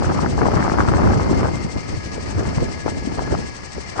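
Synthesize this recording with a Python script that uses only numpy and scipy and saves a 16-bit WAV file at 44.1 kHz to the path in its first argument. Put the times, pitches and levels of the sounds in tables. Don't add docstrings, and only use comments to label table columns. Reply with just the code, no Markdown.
import sys
import numpy as np
from scipy import signal
from scipy.fft import rfft, irfft
from scipy.io import wavfile
from scipy.ndimage import uniform_filter1d

SR = 44100
rng = np.random.default_rng(int(sys.argv[2]) if len(sys.argv) > 2 else 0)


def transcribe(signal):
    frames = np.atleast_2d(signal).T
    limited = np.clip(frames, -1, 1)
    pcm = np.round(limited * 32767).astype(np.int16)
    wavfile.write(sys.argv[1], SR, pcm)


N = 176400
FIRING_HZ = 34.96

# (frequency [Hz], relative level [dB])
THUD_SPECTRUM = [(25, -29), (52, 2), (70, 15), (105, 5), (170, 10), (300, -8.5), (600, -43)]
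CLATTER_SPECTRUM = [(40, 4), (100, 10), (220, 2), (420, 0), (700, -3.5), (1250, -6), (1460, -13.5),
                    (1850, -1.5), (2400, -7), (2900, -11.5), (3600, -20.5), (6000, -38)]
SIZZLE_SPECTRUM = [(1500, -38), (2800, -4.5), (3700, -10.5), (4450, 4), (4800, 1), (5450, 4.5), (6100, 0),
                   (7000, -3.5), (8000, -8), (9000, -16), (10000, -27.5)]
def engine(t, thud_decay_s=0.0045, clatter_floor=0.86):
    cycle = t * FIRING_HZ
    phase = cycle % 1
    strength = undb(4 * rng.standard_normal(size=200))[cycle.astype(int)]
    pulse = strength * np.exp(-phase / FIRING_HZ / thud_decay_s)
    thud = undb(-44) * colour(np.diff(pulse, prepend=0), THUD_SPECTRUM)
    knock = strength * np.exp(-phase)
    clatter = undb(-33) * colour(stereo_noise(-0.36) * (clatter_floor + knock), CLATTER_SPECTRUM)
    injection = stereo_noise(0.096) * (1 + 0.77 * knock)
    sizzle = undb(-41) * colour(metal_ring(injection), SIZZLE_SPECTRUM)
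    return thud + clatter + sizzle


def metal_ring(x, decay_s=.004, ring_db=-7):
    age = np.arange(1024) / SR
    tail = rng.standard_normal((2, len(age))) * np.exp(-age / decay_s)
    tail /= np.sqrt(np.sum(tail ** 2, axis=1, keepdims=True))
    return unit(x + undb(ring_db) * signal.fftconvolve(x, tail, axes=1)[:, :N])


MESH_TONES = [(108, .008), (144, .006), (180, .002), (198, .005)]
# (time [s], relative level of each tone from the lowest up [dB])
MESH_LEVELS = [(0, -53, -47, -50, -55), (1.2, -48, -56, -42, -53), (1.8, -50, -48, -40.5, -52),
               (2.2, -52, -42, -48, -51), (2.8, -53, -44.5, -44.5, -52), (3.35, -63, -43, -47.5, -53),
               (4, -65, -48.5, -45, -53)]
def timing_gears(t, flicker_db=3.5, sideband_db=-8):
    times, *levels = np.array(MESH_LEVELS).T
    crank_hz = FIRING_HZ / 3
    left_lead_rad = np.array([[1.4], [0]])
    out = np.zeros((2, N))
    for (multiple, waver), db in zip(MESH_TONES, levels):
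        cycles = np.cumsum(multiple * crank_hz * (1 + waver * drift(hz=26.3))) / SR
        level = undb(np.interp(t, times, db))
        for shift_hz, gain in ((0, 1), (FIRING_HZ, undb(sideband_db))):
            tone = np.sin(2 * np.pi * (cycles + shift_hz * t) + left_lead_rad)
            out += gain * level * unit(tone * undb(flicker_db * drift(hz=36)))
    return out


# (frequency [Hz], relative level [dB])
AIR_SPECTRUM = [(1500, -8.5), (2600, -2), (3600, -6), (4500, -2), (5500, 1), (6200, 1.5), (7200, -4.5),
                (8100, 0), (8600, -11.5), (10000, -22)]
def compressor(t, stroke_hz=11.97, first_peak_s=0.054, jitter_s=.004, valve_decay_s=.003):
    strokes = (t - first_peak_s) * stroke_hz + .5
    size, late, valve = rng.standard_normal(size=(64, 3))[np.floor(strokes).astype(int)].T
    off_peak_s = (strokes % 1 - .5) / stroke_hz - jitter_s * late
    swell = np.exp(-.5 * (off_peak_s * stroke_hz / 0.19) ** 2) * undb(.9 * size + drift(hz=90))
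    tick = (off_peak_s > 0) * np.exp(-np.abs(off_peak_s) / valve_decay_s) * undb(-7 + 5 * valve)
    return undb(-41.5) * colour(stereo_noise(0) * (swell + tick), AIR_SPECTRUM)


# (time [s], gain [dB])
WALK_GAIN = [(0, 1), (.9, 1.1), (1.8, -0.8), (2.6, 0.5), (4, -0.95)]
# (frequency [Hz], gain [dB])
FAR_PORT = [(100, -2), (550, -3.5), (1250, 2), (1500, -8), (1700, -5), (2080, -14), (2500, -6.5),
            (3600, -3), (4600, -5), (5300, -8), (5850, -16), (6600, -15.5), (8000, -8), (8700, -3.5),
            (9300, 0.5)]
def propagation(truck, t):
    left, right = truck * undb(np.interp(t, *np.array(WALK_GAIN).T))
    return np.array([left, equalise(right, FAR_PORT)])


# (time [s], relative rumble level [dB], relative flutter level [dB])
BREEZE = [(0, -19, -27), (0.2, -18.5, -24.5), (0.32, -19.5, -34), (0.45, -16.5, -22.5), (0.7, -19.5, -24),
          (0.85, -19.5, -24.5), (1.0, -16.5, -25), (1.15, -14.5, -24), (1.25, -19.5, -27),
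          (1.42, -16.5, -30.5), (1.58, -23.5, -34), (1.82, -32.5, -42.5), (2.05, -30, -47.5),
          (2.22, -29, -41.5), (2.45, -22.5, -32.5), (2.68, -24.5, -39), (2.82, -33, -42),
          (3.0, -26.5, -43.5), (3.25, -25.5, -34), (3.4, -23.5, -40.5), (3.55, -40.5, -43),
          (3.9, -49.5, -44.5), (4, -37, -26)]
# (peak time [s], half-width [s], relative rumble level [dB], relative flutter level [dB])
GUST_PEAKS = [(0.421, 0.011, -21, -22.5), (0.587, 0.049, -26, -26), (0.802, 0.026, -18, -23),
              (0.876, 0.012, -30, -25.5), (0.935, 0.07, -21.5, -28.5), (1.062, 0.052, -18, -25),
              (1.115, 0.021, -18.5, -27), (1.322, 0.042, -19, -32), (1.437, 0.044, -30, -24.5),
              (1.767, 0.031, -25, -37), (1.93, 0.066, -28.5, -43), (2.17, 0.014, -31, -41),
              (2.31, 0.03, -33, -38), (2.4, 0.045, -24.5, -32), (2.626, 0.035, -20.5, -36),
              (2.875, 0.028, -22.5, -30.5), (2.965, 0.068, -29.5, -55), (3.192, 0.016, -25, -26),
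              (3.326, 0.04, -24, -31.5), (3.775, 0.022, -30.5, -39.5), (3.986, 0.016, -38, -26)]
# (frequency [Hz], relative level [dB])
RUMBLE_SPECTRUM = [(20, -28), (38, -12), (62, 1), (100, -3.5), (180, -5), (300, -7.5), (500, -15.5),
                   (900, -23.5), (2000, -64)]
FLUTTER_SPECTRUM = [(100, -9.5), (300, -1.5), (550, -1), (900, 0), (1300, -3.5), (1700, -9.5), (2200, -21),
                    (3000, -26.5), (7000, -60)]
def wind(t, gust_gain_db=2.5):
    times, *levels = np.array(BREEZE).T
    power = np.array([undb(np.interp(t, times, db)) ** 2 for db in levels])
    for peak_s, width_s, *gust_db in GUST_PEAKS:
        height = undb(gust_gain_db) * undb(gust_db)[:, None]
        power += height ** 2 * np.exp(-2 * ((t - peak_s) / width_s) ** 2)
    eddies = drift(hz=135)
    lumps = undb(1.16 * drift(hz=43) + 1.5 * eddies)
    rumble = steady(colour(stereo_noise(-0.28) * lumps, RUMBLE_SPECTRUM), span_s=0.091)
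    flutter = steady(colour(stereo_noise(-0.11) * undb(3.6 * eddies), FLUTTER_SPECTRUM), span_s=0.2)
    rumble *= np.sqrt(power[0]) * undb(-0.5) * pan(left_db=1.74)
    flutter *= np.sqrt(power[1]) * undb(-1.5) * pan(left_db=5)
    return rumble + flutter


# (time [s], relative level [dB], frequency [Hz], length [cycles], left minus right [dB])
EDDY_STRIKES = [(.024, -9.5, 830, 1.2, 15), (.075, -11, 78, 1.3, -6), (.121, -10.5, 1060, 2, 0),
                (.192, -10.5, 850, 2.3, 15), (.247, -13.5, 980, 3.9, 0), (.262, -13.5, 1050, 3.4, 10),
                (.264, -12, 290, 1.4, 8), (.38, -12.5, 860, 2.6, 17), (.417, -5, 1350, 1.3, 18),
                (.423, -11.5, 400, 2.4, 6), (.457, -6, 1000, 2.1, 9), (0.469, -13.5, 100, 0.86, 4.5),
                (0.485, -5.5, 860, 2, 9), (.533, -8.5, 800, 0.9, 7), (0.568, -11.5, 120, 1.1, 6.5),
                (0.577, -10.5, 1000, 2.3, -1), (0.627, -11.5, 1100, 2.1, 2), (.643, -12.5, 720, 0.89, 18),
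                (.667, -11, 1150, 1.9, 2), (.68, -5.5, 970, 1.3, 17), (.698, -11.5, 1150, 1.6, 13),
                (.738, -11.5, 840, 1.2, 16), (.786, -5.5, 1260, 3, 7), (.805, -4.5, 1300, 2.6, 1.5),
                (.852, -13.5, 940, 1.8, 15), (.887, -7, 1100, 1.2, 6), (0.889, -8, 135, 1.4, 7.5),
                (.938, -9, 970, 1.5, 0), (.962, -9, 72, 1.1, 1), (.984, -11, 940, 1.1, 7),
                (1.002, -9.5, 1050, 2, 1), (1.042, -9.5, 260, 1, 9.5), (1.066, -10, 94, 1.5, -4),
                (1.168, -9, 108, 1.1, -6), (1.199, -10, 820, 1.5, 14), (1.314, -5, 295, 2.3, 0),
                (1.43, -11, 520, 2, -3), (1.455, -12, 735, 4, 12), (1.652, -13.5, 106, 0.89, 1),
                (1.762, -17.5, 335, 1.7, 3), (1.941, -20, 76, 1.2, -2), (1.98, -16, 99, 1.5, 5),
                (2.181, -17, 420, 2.2, 4), (2.369, -12, 92, 1.8, 3), (2.378, -17, 283, 3, -3),
                (2.43, -14.5, 370, 1.5, -7.5), (2.478, -14.5, 72, .9, 2), (2.579, -9, 129, 1.3, 2),
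                (2.584, -14, 1000, 1.6, 1), (2.63, -9.5, 356, 1.44, -1), (2.863, -8, 530, 1.5, 14),
                (2.881, -7.5, 830, 1.2, 13), (3.075, -12, 245, 1.65, 4), (3.117, -23, 850, 2.2, 8),
                (3.186, -14.5, 700, 1.5, -7), (3.193, -11.5, 800, 1.7, 16), (3.221, -17, 690, 2.9, 10),
                (3.325, -13, 91, 1.2, -2.5), (3.327, -10, 430, 2.7, 9), (3.342, -11.5, 580, 2.2, 12),
                (3.351, -15.5, 790, 2.6, 12), (3.782, -18, 450, 2.2, 9), (3.994, -5.5, 850, 1.5, 19),
                (3.996, -14, 450, 2.4, 6)]
# (frequency [Hz], gain [dB])
PORT_RESPONSE = [(30, -5), (60, -0.5), (1500, 0.5), (2100, 0), (3000, -9), (7000, -23)]
def buffets(t, rise_cycles=0.12, left_lead_rad=1.66):
    out = np.zeros((2, N))
    ragged_time = np.cumsum(np.exp(.2 * drift(hz=400))) / SR
    lead = np.array([[left_lead_rad], [0]])
    for peak_s, db, hz, length, left_db in EDDY_STRIKES:
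        near = np.abs(t - peak_s) * hz < 20
        cycles = (t[near] - peak_s) * hz + .5
        envelope = np.exp(-np.logaddexp(-cycles / rise_cycles, cycles / (0.74 * length)))
        swings = np.sin(2 * np.pi * hz * ragged_time[near] + rng.uniform(0, 2 * np.pi) + lead)
        out[:, near] += undb(db) * envelope / envelope.max() * swings * unit(pan(left_db))
    return equalise(out, PORT_RESPONSE)


def undb(db):
    return 10 ** (np.asarray(db) / 20)


def unit(x):
    return x / np.sqrt(np.mean(x ** 2))


def pan(left_db):
    return undb(np.array([[left_db], [-left_db]]) / 2)


def equalise(x, curve):
    hz, db = np.array(curve).T
    f = np.maximum(np.arange(N // 2 + 1) * SR / N, 1)
    return irfft(rfft(x) * undb(np.interp(np.log(f), np.log(hz), db)), N)


def colour(x, spectrum):
    return unit(equalise(x, spectrum))


def stereo_noise(correlation):
    mid, side = rng.standard_normal((2, N))
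    return unit(np.sqrt(1 + correlation) * mid + np.sqrt(1 - correlation) * np.array([side, -side]))


def drift(hz):
    f = np.arange(N // 2 + 1) * SR / N
    return unit(irfft(rfft(rng.standard_normal(N)) * np.exp(-(f / hz) ** 2), N))


def steady(x, span_s):
    power, size = np.mean(x ** 2, axis=0), int(span_s * SR)
    return x / np.sqrt(uniform_filter1d(uniform_filter1d(power, size), size))


def scene():
    t = np.arange(N) / SR
    truck = engine(t) + compressor(t) + timing_gears(t)
    return propagation(truck, t) + wind(t) + buffets(t)


def record(dry, cutoff_hz=10100):
    lowpass = signal.ellip(8, .2, 70, cutoff_hz, fs=SR, output="sos")
    return signal.sosfilt(lowpass, np.clip(dry, -1, 1))


dry = scene()
out = record(dry)
transcribe(out)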